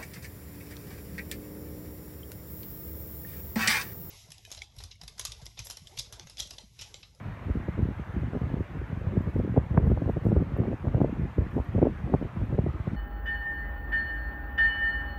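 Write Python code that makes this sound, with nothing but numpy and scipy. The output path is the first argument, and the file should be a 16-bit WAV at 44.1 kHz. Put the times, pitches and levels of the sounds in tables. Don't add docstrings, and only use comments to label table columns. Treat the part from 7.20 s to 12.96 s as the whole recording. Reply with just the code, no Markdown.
import sys
import numpy as np
from scipy import signal
from scipy.io import wavfile
from scipy.ndimage import uniform_filter1d

SR = 44100
rng = np.random.default_rng(int(sys.argv[2]) if len(sys.argv) > 2 else 0)


def persist_wave(psi):
    counts = np.round(np.clip(psi, -1, 1) * 32767).astype(np.int16)
    wavfile.write(sys.argv[1], SR, np.atleast_2d(counts).T)


def gain_from_decibels(decibels):
    exponent = np.asarray(decibels, float) / 20
    return 10 ** exponent


N = 254016
TIME = np.arange(N) / SR
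CALM_SWING_DB, CALM_SMALL_DB = -32.5, -48
MAX_PASSING_MS = 3.5


def level(x, rms_db):
    return x * gain_from_decibels(rms_db) / np.sqrt(np.mean(x ** 2))


def band(x, lo_hz, hi_hz, order=2):
    sos = signal.butter(order, [lo_hz, hi_hz], "bandpass", fs=SR, output="sos")
    return signal.sosfilt(sos, x)


def walk(rate_hz):
    k = int(SR / rate_hz)
    held = np.repeat(rng.standard_normal(1200), k)[:N]
    return 1.27 * uniform_filter1d(uniform_filter1d(held, k), k)


def add(out, start_s, grain):
    i = max(int(start_s * SR), 0)
    out[i:i + len(grain)] += grain[:N - i]


def swirl(t, width_s):
    return t / width_s * np.exp(.5 - (t / width_s) ** 2 / 2)


# start_s, length_s, small_turbulence_db, swings_over_small_db
GUST_TABLE = [(0.27, 0.021, -38, 6), (0.365, 0.051, -30, 3), (0.48, 0.027, -27, -3),
              (0.584, 0.13, -27, 1.5), (0.948, 0.047, -33, 6), (1.018, 0.098, -31, -9),
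              (1.138, 0.033, -36, -15), (1.21, 0.21, -29, -7), (1.815, 0.032, -32, -9),
              (1.919, 0.17, -24, -10), (2.137, 0.28, -24.5, -3), (2.508, 0.25, -24, 6),
              (2.813, 0.077, -25, -10.5), (2.958, 0.018, -23, -2), (3.013, 0.23, -23, 5),
              (3.303, 0.2, -21.5, -8), (3.641, 0.24, -20.5, 3), (3.96, 0.089, -26, 4.5),
              (4.173, 0.052, -28, 8.5), (4.342, 0.092, -23, 1), (4.538, 0.15, -19, -18),
              (4.86, 0.093, -18.5, -0.5), (5.01, 0.05, -21.5, -3), (5.158, 0.094, -34, 6),
              (5.306, 0.038, -21.5, 2), (5.387, 0.17, -35, -2), (5.645, 0.02, -30, -22),
              (5.72, 0.034, -37.5, 17)]
# centre_s, half_length_s, drop_db
STALLS = [(0.14, 0.083, -2), (0.746, 0.015, -12), (0.84, 0.02, -12), (0.92, 0.011, -12),
          (1.462, 0.011, -14), (1.668, 0.023, -10), (1.793, 0.012, -4), (2.12, 0.021, -4.5),
          (2.28, 0.0097, -4), (2.48, 0.02, -4.5), (3.001, 0.0075, -20), (3.247, 0.019, -7),
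          (3.57, 0.035, -9), (3.723, .015, -3), (4.14, 0.016, -8), (4.23, 0.012, -4), (4.313, 0.033, -1.5),
          (4.436, 0.017, -17), (4.755, 0.036, -4.5), (5.103, 0.031, -12), (5.29, 0.018, 0),
          (5.52, 0.0078, -12), (5.615, 0.026, -12)]


def flow(calm_db, gust_db, edge_stretch):
    rise_s, fall_s = 0.0072, 0.027
    steps = np.arange(0, N / SR, .002)
    start, length = np.transpose(GUST_TABLE)[:2, :, None]
    rise = np.minimum((steps - start) / rise_s, 0)
    fall = np.minimum((start + length - steps) / fall_s, 0)
    gusts = np.exp(-(rise ** 2 + fall ** 2) / edge_stretch ** 2)
    stall_db = sum(db * np.exp(-((steps - at) / half) ** 2) for at, half, db in STALLS)
    gain = (gain_from_decibels(calm_db) + gain_from_decibels(gust_db) @ gusts) * gain_from_decibels(stall_db)
    return np.interp(TIME, steps, gain)


def turbulence():
    swing_flutter_db, small_flutter_db = 2, 5
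    swing_churn_db, small_churn_db = -12, -15.5
    small_db, over_db = np.transpose(GUST_TABLE)[2:]
    shared = walk(25.355)
    swing_flutter = gain_from_decibels(swing_flutter_db * (shared + walk(28)))
    small_flutter = gain_from_decibels(small_flutter_db * (.8 * shared + walk(50)))
    swings = level(band(rng.standard_normal(N), 25, 140) * swing_flutter, -5)
    small = level(band(rng.standard_normal(N), 125, 380, order=3) * small_flutter, -6)
    swing_gain = flow(CALM_SWING_DB, small_db + over_db + swing_churn_db, 1.93)
    small_gain = flow(CALM_SMALL_DB, small_db + small_churn_db, 0.56)
    return swing_gain * swings + small_gain * small


def fine_churn():
    churn_db, flutter_db = -28, 5
    fine = band(rng.standard_normal(N), 300, 620, order=3) * gain_from_decibels(flutter_db * walk(60))
    return flow(-70, np.transpose(GUST_TABLE)[2] + churn_db, 0.6) * level(fine, 0)


# time_s, level_db
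PINE_RUSH = [(0.0, -54.5), (0.87, -55), (1.01, -55), (2.62, -56.5), (2.97, -56), (3.29, -56), (5.26, -55.5),
             (5.41, -56.5), (5.76, -55)]
# freq_hz, density_db
PINE_COLOUR = [(340, -16), (480, -3), (760, -4), (1000, -2.5), (1900, -7.5), (2600, -15), (3500, -23),
               (4900, -33), (6300, -34), (8000, -39), (9950, -39), (10450, -47), (10950, -41), (15600, -42)]


def pines():
    patch_s, patch_hz, flicker_db = .05, 100, 2
    colour_hz, colour_points_db = np.transpose(PINE_COLOUR)
    freq, frames, noise = signal.stft(rng.standard_normal(N), SR, nperseg=2048)
    patch_frames = max(int(patch_s / frames[1]), 1)
    patch_bins = max(int(patch_hz / freq[1]), 1)
    patches = rng.standard_normal(noise.shape)
    for _ in range(2):
        patches = uniform_filter1d(patches, patch_frames, axis=1, mode="wrap")
        patches = uniform_filter1d(patches, patch_bins, axis=0)
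    colour_db = np.interp(np.log(np.maximum(freq, 1)), np.log(colour_hz), colour_points_db)
    gain_db = colour_db[:, None] + flicker_db * patches / patches.std()
    hiss = signal.istft(noise * gain_from_decibels(gain_db), SR, nperseg=2048)[1][:N]
    hiss /= band(hiss, 1500, 4000, order=4).std()
    return hiss * gain_from_decibels(np.interp(TIME, *np.transpose(PINE_RUSH)))


# centre_s, peak_db, passing_ms
SMALL_WHIRLS = [(0.285, -24.5, 0.72), (0.371, -23.5, 0.78), (0.592, -19.5, 0.7), (0.601, -27, 0.94),
                (0.612, -29, 0.92), (0.641, -27, 0.68), (1.035, -24.5, 0.9), (1.134, -24, 0.54),
                (1.164, -24, 0.75), (1.239, -31, 1), (1.382, -31, 0.52), (2.074, -32, 0.67),
                (2.193, -17.5, 0.88), (2.249, -25, 0.64), (2.256, -24, 0.8), (2.277, -20.5, 0.69),
                (2.343, -24, 0.6), (2.386, -21, 0.5), (2.547, -22.5, 1), (2.583, -27, 0.48),
                (2.599, -24.5, 0.57), (2.66, -26, 0.96), (2.678, -25, 1), (2.702, -17.5, 1),
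                (2.725, -22.5, 0.85), (2.869, -22.5, 0.8), (2.888, -16.5, 0.52), (2.978, -20.5, 0.7),
                (3.087, -24.5, 0.7), (3.109, -26, 0.6), (3.127, -16, 0.67), (3.18, -19.5, 0.69),
                (3.366, -24.0, 0.38), (3.386, -23.0, 0.54), (3.393, -21.5, 0.75), (3.418, -19.0, 0.74),
                (3.429, -27, 0.72), (3.508, -25.0, 0.87), (3.542, -23, 0.88), (3.643, -26.0, 0.7),
                (3.654, -27.0, 0.38), (3.679, -22, 1), (3.739, -29, 0.65), (3.774, -28, 0.61),
                (3.805, -19, 0.4), (3.828, -23, 1), (4.019, -27, 0.8), (4.389, -20, 0.41),
                (4.55, -18, 0.92), (4.557, -23, 0.62), (4.59, -21, 0.42), (4.635, -17, 0.75),
                (4.647, -30, 0.87), (4.661, -20, 0.5), (4.899, -27, 0.54), (4.923, -24.5, 0.8),
                (4.949, -17.5, 0.42), (5.329, -24.0, 0.62), (5.672, -26.5, 0.56), (5.734, -31.5, 0.96)]
# centre_s, peak_db, passing_ms
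SLOW_ROLLS = [(0.368, -19.5, 3), (0.58, -22, 2.8), (0.599, -19.5, 1.6), (0.612, -23, 0.86),
              (0.646, -26, 2.5), (1.321, -27, 1.8), (1.396, -22.5, 1.5), (1.408, -24, 2), (1.988, -20, 2.1),
              (2.085, -22, 2.5), (2.142, -22, 2.8), (2.165, -18, 1.14), (2.178, -22, 2.6),
              (2.237, -21.0, 1.2), (2.249, -19, 1.4), (2.322, -18, 1.3), (2.364, -31, 0.72),
              (2.398, -21.5, 4), (2.428, -25, 3.8), (2.509, -18, 1.64), (2.62, -20, 3.3),
              (2.633, -16.5, 2.6), (2.716, -14.5, 1.02), (2.727, -16.5, 3), (2.772, -18.5, 3),
              (2.926, -18.5, 3.1), (2.968, -21, 1.4), (3.085, -17.5, 1.8), (3.099, -16, 1.5),
              (3.134, -19, 1.1), (3.152, -18, 2.7), (3.193, -22.5, 1.9), (3.218, -17, 0.95),
              (3.489, -25, 1.5), (3.691, -24.0, 1.5), (3.764, -25, 1.1), (3.777, -18.5, 1.05),
              (3.803, -19.0, 0.91), (3.862, -25.5, 3.4), (3.995, -17.5, 1.3), (4.016, -26, 1.1),
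              (4.031, -23, 1.4), (4.053, -25.5, 1.8), (4.217, -17.5, 2.2), (4.361, -21.5, 1.1),
              (4.392, -16.5, 3.2), (4.616, -17, 1.2), (4.655, -18, 1.1), (4.717, -24, 2.7),
              (4.839, -21.5, 2), (4.856, -25, 2.3), (4.917, -23, 3.3), (5.17, -18, 1.38),
              (5.195, -22.0, 2.6), (5.236, -19.5, 1.22), (5.29, -23.5, 3.2), (5.338, -19.5, 3.4),
              (5.439, -26, 1.3), (5.469, -16, 1.45), (5.733, -17, 1.27)]
# centre_s, peak_db, passing_ms
FAINT_WHIRLS = [(0.285, -33, 0.76), (0.294, -28.5, 0.57), (0.401, -26, 0.89), (0.641, -28, 0.66),
                (0.71, -28, 0.87), (1.029, -31, 0.8), (1.035, -27.0, 0.59), (1.043, -30, 0.94),
                (1.073, -28, 0.89), (1.081, -27, 1), (1.158, -27.5, 0.95), (1.164, -27, 0.86),
                (1.231, -26, 0.97), (1.303, -24, 0.76), (1.317, -27, 0.96), (1.382, -27.5, 0.74),
                (1.571, -32.5, 0.73), (1.617, -25.5, 0.65), (1.775, -28, 0.94), (1.816, -29, 0.57),
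                (1.938, -35, 0.65), (2.249, -19, 1), (2.667, -27.5, 0.75), (2.869, -25.0, 0.7),
                (2.888, -18, 0.65), (3.053, -22.0, 0.62), (3.061, -28, 0.45), (3.087, -27.0, 0.65),
                (3.202, -26.5, 0.65), (3.438, -28.5, 0.47), (3.455, -30.0, 0.39), (3.476, -25, 0.76),
                (3.482, -23, 0.75), (3.516, -22.5, 0.8), (3.527, -27, 0.8), (3.671, -28.0, 1),
                (3.927, -21.5, 0.94), (4.052, -23, 0.94), (4.207, -23, 0.98), (4.265, -26.5, 1),
                (4.389, -26, 0.59), (4.401, -24, 0.98), (4.581, -21.5, 0.47), (4.671, -20, 0.5),
                (4.885, -30, 0.73), (4.923, -25, 0.8), (4.942, -18, 0.36), (4.949, -21, 0.74),
                (5.161, -34, 0.72), (5.383, -18, 0.57)]
# centre_s, peak_db, passing_ms
FAINT_ROLLS = [(0.055, -30, 1.9), (0.072, -30, 1.7), (0.403, -26, 2.5), (0.547, -26.5, 1.6),
               (0.646, -27, 2.6), (0.81, -28.5, 2.8), (0.942, -25, 1.9), (1.018, -27.0, 1.5),
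               (1.04, -27, 3), (1.058, -26.0, 2), (1.084, -29, 1.2), (1.137, -28.0, 3.1),
               (1.267, -24.5, 1.2), (1.333, -24, 1.8), (1.363, -23.5, 2.8), (1.524, -31, 2.6),
               (1.59, -25, 2.5), (1.842, -26, 2.5), (1.988, -30, 1.7), (2.035, -27.5, 1.9),
               (2.156, -22, 1.7), (2.178, -26, 2.8), (2.203, -20, 3), (2.305, -19.5, 1.9),
               (2.339, -30, 1.7), (2.365, -28, 1.7), (2.661, -22.5, 1.5), (2.716, -20, 1.2),
               (2.738, -21, 1.2), (2.836, -26, 1.7), (2.891, -23, 1.1), (2.968, -20, 1.3),
               (3.109, -30, 1.8), (3.126, -13, 1.3), (3.321, -24.5, 1.1), (3.335, -27, 2.2),
               (3.39, -16.5, 1.8), (3.453, -24, 2.2), (3.483, -27, 0.85), (3.691, -28, 2.2),
               (3.746, -16, 2), (3.777, -20.5, 1.0), (3.837, -22, 3.7), (3.931, -23.5, 0.92),
               (3.944, -29.0, 3), (3.961, -26, 2.4), (4.031, -24, 2.2), (4.257, -26.5, 2.6),
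               (4.361, -27, 0.93), (4.486, -23, 1.9), (4.575, -20, 2.8), (4.592, -22, 1.8),
               (4.839, -28, 1.7), (4.866, -23.0, 1.4), (4.894, -26.5, 1.4), (4.905, -26, 1.1),
               (5.184, -29.0, 3.1), (5.439, -24.5, 1.2), (5.544, -24, 3), (5.721, -32, 1.4)]


def rolls():
    out, t = np.zeros(N), np.arange(-600, 600) / SR
    groups = ((SMALL_WHIRLS, -1), (SLOW_ROLLS, -2), (FAINT_WHIRLS, -1), (FAINT_ROLLS, -1))
    for table, gain_db in groups:
        for centre_s, peak_db, passing_ms in table:
            sign = rng.choice([-1, 1])
            pulse = swirl(t, min(passing_ms, MAX_PASSING_MS) / 1000)
            add(out, centre_s + t[0], sign * gain_from_decibels(peak_db + gain_db) * pulse)
    return out


def shed():
    gap_s, under_gust_db, scatter_db, passing_ms = .02, -17, 5.5, 1.0
    gap_chance, level_chance, size_chance = rng.standard_normal((3, 320))
    centre_s = np.cumsum(gap_s * np.exp(.45 * gap_chance))
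    gust = flow(CALM_SMALL_DB + 10.5, np.transpose(GUST_TABLE)[2], 0.74)
    gust_db = 20 * np.log10(np.interp(centre_s, TIME, gust))
    peak_db = gust_db + under_gust_db + scatter_db * np.tanh(level_chance)
    sizes_ms = passing_ms * np.exp(0.21 * np.tanh(size_chance))
    return [row for row in zip(centre_s, peak_db, sizes_ms) if row[0] < TIME[-1]]


# centre_s, small_db, small_passing_ms, large_db, large_passing_ms
BUFFET_PAIRS = [(0.301, -25, 0.62, -19.5, 2.9), (0.485, -22.5, 0.52, -22, 1.66),
                (0.624, -20.5, 1, -15.5, 2.2), (0.966, -22, 0.92, -25, 2), (1.302, -28.5, 0.45, -23, 1.76),
                (1.371, -22.5, 0.63, -33, 1.6), (1.972, -14, 0.98, -17, 1.86), (2.2, -18, 0.56, -24, 3.7),
                (2.376, -10, 0.45, -11.5, 1.5), (2.577, -15, 0.3, -9.5, 1.35),
                (2.672, -27, 0.33, -13.5, 1.8), (2.897, -16.5, 0.44, -18.5, 1.16),
                (3.066, -18, 0.49, -16, 1.33), (3.119, -18, 0.5, -22, 2), (3.166, -16.5, 0.5, -15.5, 2.6),
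                (3.4, -18.5, 0.6, -17, 1.42), (3.67, -27.5, 0.32, -16.5, 1.93),
                (3.815, -14.5, 0.38, -12, 1.13), (3.846, -13.5, 0.46, -22, 1.03),
                (4.184, -14.5, 0.67, -15.5, 2.4), (4.582, -20, 0.55, -19.5, 0.91),
                (4.628, -9, 0.49, -11.5, 1.04), (4.9395, -15, 0.36, -13.5, 1.23),
                (5.388, -16, 0.72, -13.5, 1.5)]
# centre_s, peak_db, passing_ms
LONE_THUMPS = [(0.796, -30.5, 0.87), (0.89, -31.5, 2), (1.033, -30, 0.73), (1.215, -21.5, 1.23),
               (1.236, -23, 1.8), (1.34, -20, 0.96), (1.575, -31.5, 1.67), (1.619, -28.5, 1.7),
               (1.726, -25.5, 1.5), (1.769, -25.5, 2.24), (1.869, -21.5, 1.75), (2.006, -23.5, 0.92),
               (2.072, -21.5, 1.5), (2.295, -23.5, 1.3), (2.547, -22, 1.84), (2.703, -18.5, 2.4),
               (2.821, -19.5, 0.88), (2.859, -19.5, 2), (3.052, -21, 1.37), (3.207, -21.5, 1.15),
               (3.334, -28.5, 1.9), (3.417, -20.5, 1.1), (3.747, -18, 1.47), (4.559, -19.5, 2.1),
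               (4.877, -33, 1.2), (5.216, -21, 2.3), (5.326, -24.5, 1.38), (5.487, -23, 2.4),
               (5.599, -24, 2.2), (5.675, -21, 1.28)]
# centre_s, peak_db, passing_ms
LONE_FLICKS = [(0.355, -23, 0.69), (0.58, -26, 0.59), (0.654, -23, 0.84), (0.688, -22, 0.78),
               (1.152, -24, 0.43), (1.173, -28.5, 0.54), (1.407, -21, 0.72), (1.936, -29, 0.75),
               (2.163, -17, 0.66), (2.365, -18.5, 0.39), (2.63, -28.5, 0.46), (2.717, -15.5, 0.53),
               (2.775, -24, 0.31), (2.878, -24, 0.5), (2.97, -20, 0.5), (3.224, -21.5, 0.65),
               (3.482, -29, 0.56), (3.516, -30, 0.45), (3.531, -20.5, 0.48), (3.782, -23.5, 0.53),
               (3.895, -24.5, 0.63), (3.93, -27, 0.92), (4.367, -19.5, 0.61), (4.38, -21, 0.39),
               (4.654, -18.5, 0.31), (4.67, -14, 0.49), (4.706, -30, 0.88), (5.014, -23.5, 0.57),
               (5.026, -23, 0.57), (5.467, -20.5, 0.63)]


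def eddies():
    escort_db, escort_ms = -11.5, 0.33
    wake_db, wake_ms = -13.5, 2.9
    out, t = np.zeros(N), np.arange(-900, 1300) / SR
    flicks = [(s, db, ms, db + wake_db, wake_ms) for s, db, ms in LONE_FLICKS]
    thumps = [(s, db + escort_db, escort_ms, db, ms) for s, db, ms in LONE_THUMPS + shed()]
    for centre_s, small_db, small_ms, large_db, large_ms in BUFFET_PAIRS + flicks + thumps:
        small_s, large_s = np.minimum([small_ms, large_ms], MAX_PASSING_MS) / 1000
        noise = rng.standard_normal(len(t))
        size_hz = 1 / (2 * np.pi * small_s)
        flutter = band(noise, .5 * size_hz, size_hz)
        flutter *= np.exp(-(t / 0.0098) ** 2) / flutter.std()
        small = gain_from_decibels(small_db) * (swirl(t, small_s) + 0.28 * flutter)
        large = gain_from_decibels(large_db + 3.5) * swirl(t - 0.34 * large_s, large_s)
        add(out, centre_s + t[0], np.sign(noise[0]) * (small - large))
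    return out


# centre_s, peak_db, passing_ms
SNAP_TABLE = [(1.970, -20, 0.54), (2.5755, -19, 0.17), (4.876, -31, .38), (3.683, -30, .25),
              (3.436, -30, .25), (2.820, -25, 0.45), (3.164, -23, 0.36), (5.464, -21, 0.5),
              (3.671, -29, 0.4), (3.746, -22, 0.36), (3.846, -24, 1), (4.187, -47, 0.42),
              (4.618, -19, 0.46), (4.654, -14, 0.36), (4.939, -28.5, 0.18), (5.389, -20, 0.4),
              (4.4, -27, 0.34), (5.166, -33, .22), (3.2, -31.5, 0.42)]


def snaps():
    out, t = np.zeros(N), np.arange(-200, 200) / SR
    for centre_s, peak_db, passing_ms in SNAP_TABLE:
        add(out, centre_s + t[0], gain_from_decibels(peak_db) * swirl(t, passing_ms / 1000))
    return out


# start_s, peak_db, pitch_hz, t60_s
GRIT_TICKS = [(2.0188, -61, 13550, 0.015), (2.033, -62, 14000, .015), (2.0961, -71, 11500, 0.039),
              (2.1784, -63, 13840, 0.024), (2.671, -50, 13800, 0.014), (2.6908, -57, 13500, 0.011),
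              (2.8948, -53, 13340, 0.013), (3.0484, -61, 13500, 0.034), (3.3722, -57, 13900, 0.026),
              (3.8224, -61, 12900, 0.03), (4.309, -66.5, 13300, 0.038), (4.3625, -65, 13800, 0.03),
              (4.4443, -62, 13050, 0.033), (4.939, -59, 9400, .04), (2.019, -64, 6200, .02),
              (3.048, -64, 9000, .03), (3.373, -64, 10000, .03), (5.2565, -62, 12800, 0.03),
              (5.4879, -66, 12000, 0.03), (5.7314, -65, 14100, 0.03)]
# start_s, peak_db, pitch_hz, t60_s
GRIT_CHINKS = [
    (2.1864, -65, 5330, 0.08),
    (3.092, -64, 5330, 0.0396),
]
# centre_s, length_s, level_db
SOLE_SCUFFS = [
    (2.109, 0.12, -81),
    (2.202, 0.034, -83),
    (2.704, 0.07, -74),
    (2.92, 0.04, -78),
    (3.072, 0.055, -73),
    (4.387, 0.13, -78),
]


def shoes():
    out, t = np.zeros(N), np.arange(3000) / SR
    for table, spread in ((GRIT_TICKS, .09), (GRIT_CHINKS, .025)):
        for start_s, peak_db, pitch_hz, t60_s in table:
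            grit = band(rng.standard_normal(len(t)), pitch_hz * (1 - spread), pitch_hz * (1 + spread))
            envelope = np.minimum(t / .0008, 1) * gain_from_decibels(-60 * t / t60_s)
            add(out, start_s, gain_from_decibels(peak_db - 5) * grit / grit.std() * envelope)
    hiss = level(band(rng.standard_normal(N), 4800, 14000) * gain_from_decibels(2.2 * walk(200)), 0)
    swell = sum(gain_from_decibels(db) * np.exp(-((TIME - s) / length) ** 2 * 2) for s, length, db in SOLE_SCUFFS)
    return out + hiss * swell


def scene():
    capsule_hz = 2500
    wind = turbulence() + fine_churn() + rolls() + eddies() + snaps()
    membrane = signal.butter(4, capsule_hz, fs=SR, output="sos")
    forest = pines() + shoes()
    return (signal.sosfilt(membrane, wind) + forest)[None]


# start_s, length_s
TOP_DROPOUTS = [(1.965, .022), (2.19, .011), (2.38, .01), (2.565, .012), (3.16, .02), (3.351, .016),
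                (3.845, .02), (4.548, .126), (4.931, .02), (5.383, .015), (5.447, .036)]


def drop_top(x):
    lost = sum((TIME > s) * (TIME < s + length) for s, length in TOP_DROPOUTS) * .85
    lost = uniform_filter1d(lost, size=64)
    top = signal.sosfiltfilt(signal.butter(12, 12700, "high", fs=SR, output="sos"), x)
    return x - lost * top


def top_cut(x):
    return signal.sosfilt(signal.butter(12, 15700, fs=SR, output="sos"), x)


def record(dry):
    bass_cut_hz, lag_hz, lag_damping = 50, 100, .7
    cut = signal.sosfilt(signal.butter(4, bass_cut_hz, "high", fs=SR, output="sos"), dry)
    pole = np.exp(2 * np.pi * lag_hz / SR * (-lag_damping + 1j * np.sqrt(1 - lag_damping ** 2)))
    ring = np.poly([pole, pole.conjugate()]).real
    late = signal.lfilter(ring[::-1], ring, cut)
    late *= np.minimum((TIME[-1] - TIME) / .004, 1)
    edge = signal.butter(20, 15480, fs=SR, output="sos")
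    return top_cut(signal.sosfilt(edge, drop_top(late)))


dry = scene()
out = record(dry)
persist_wave(out)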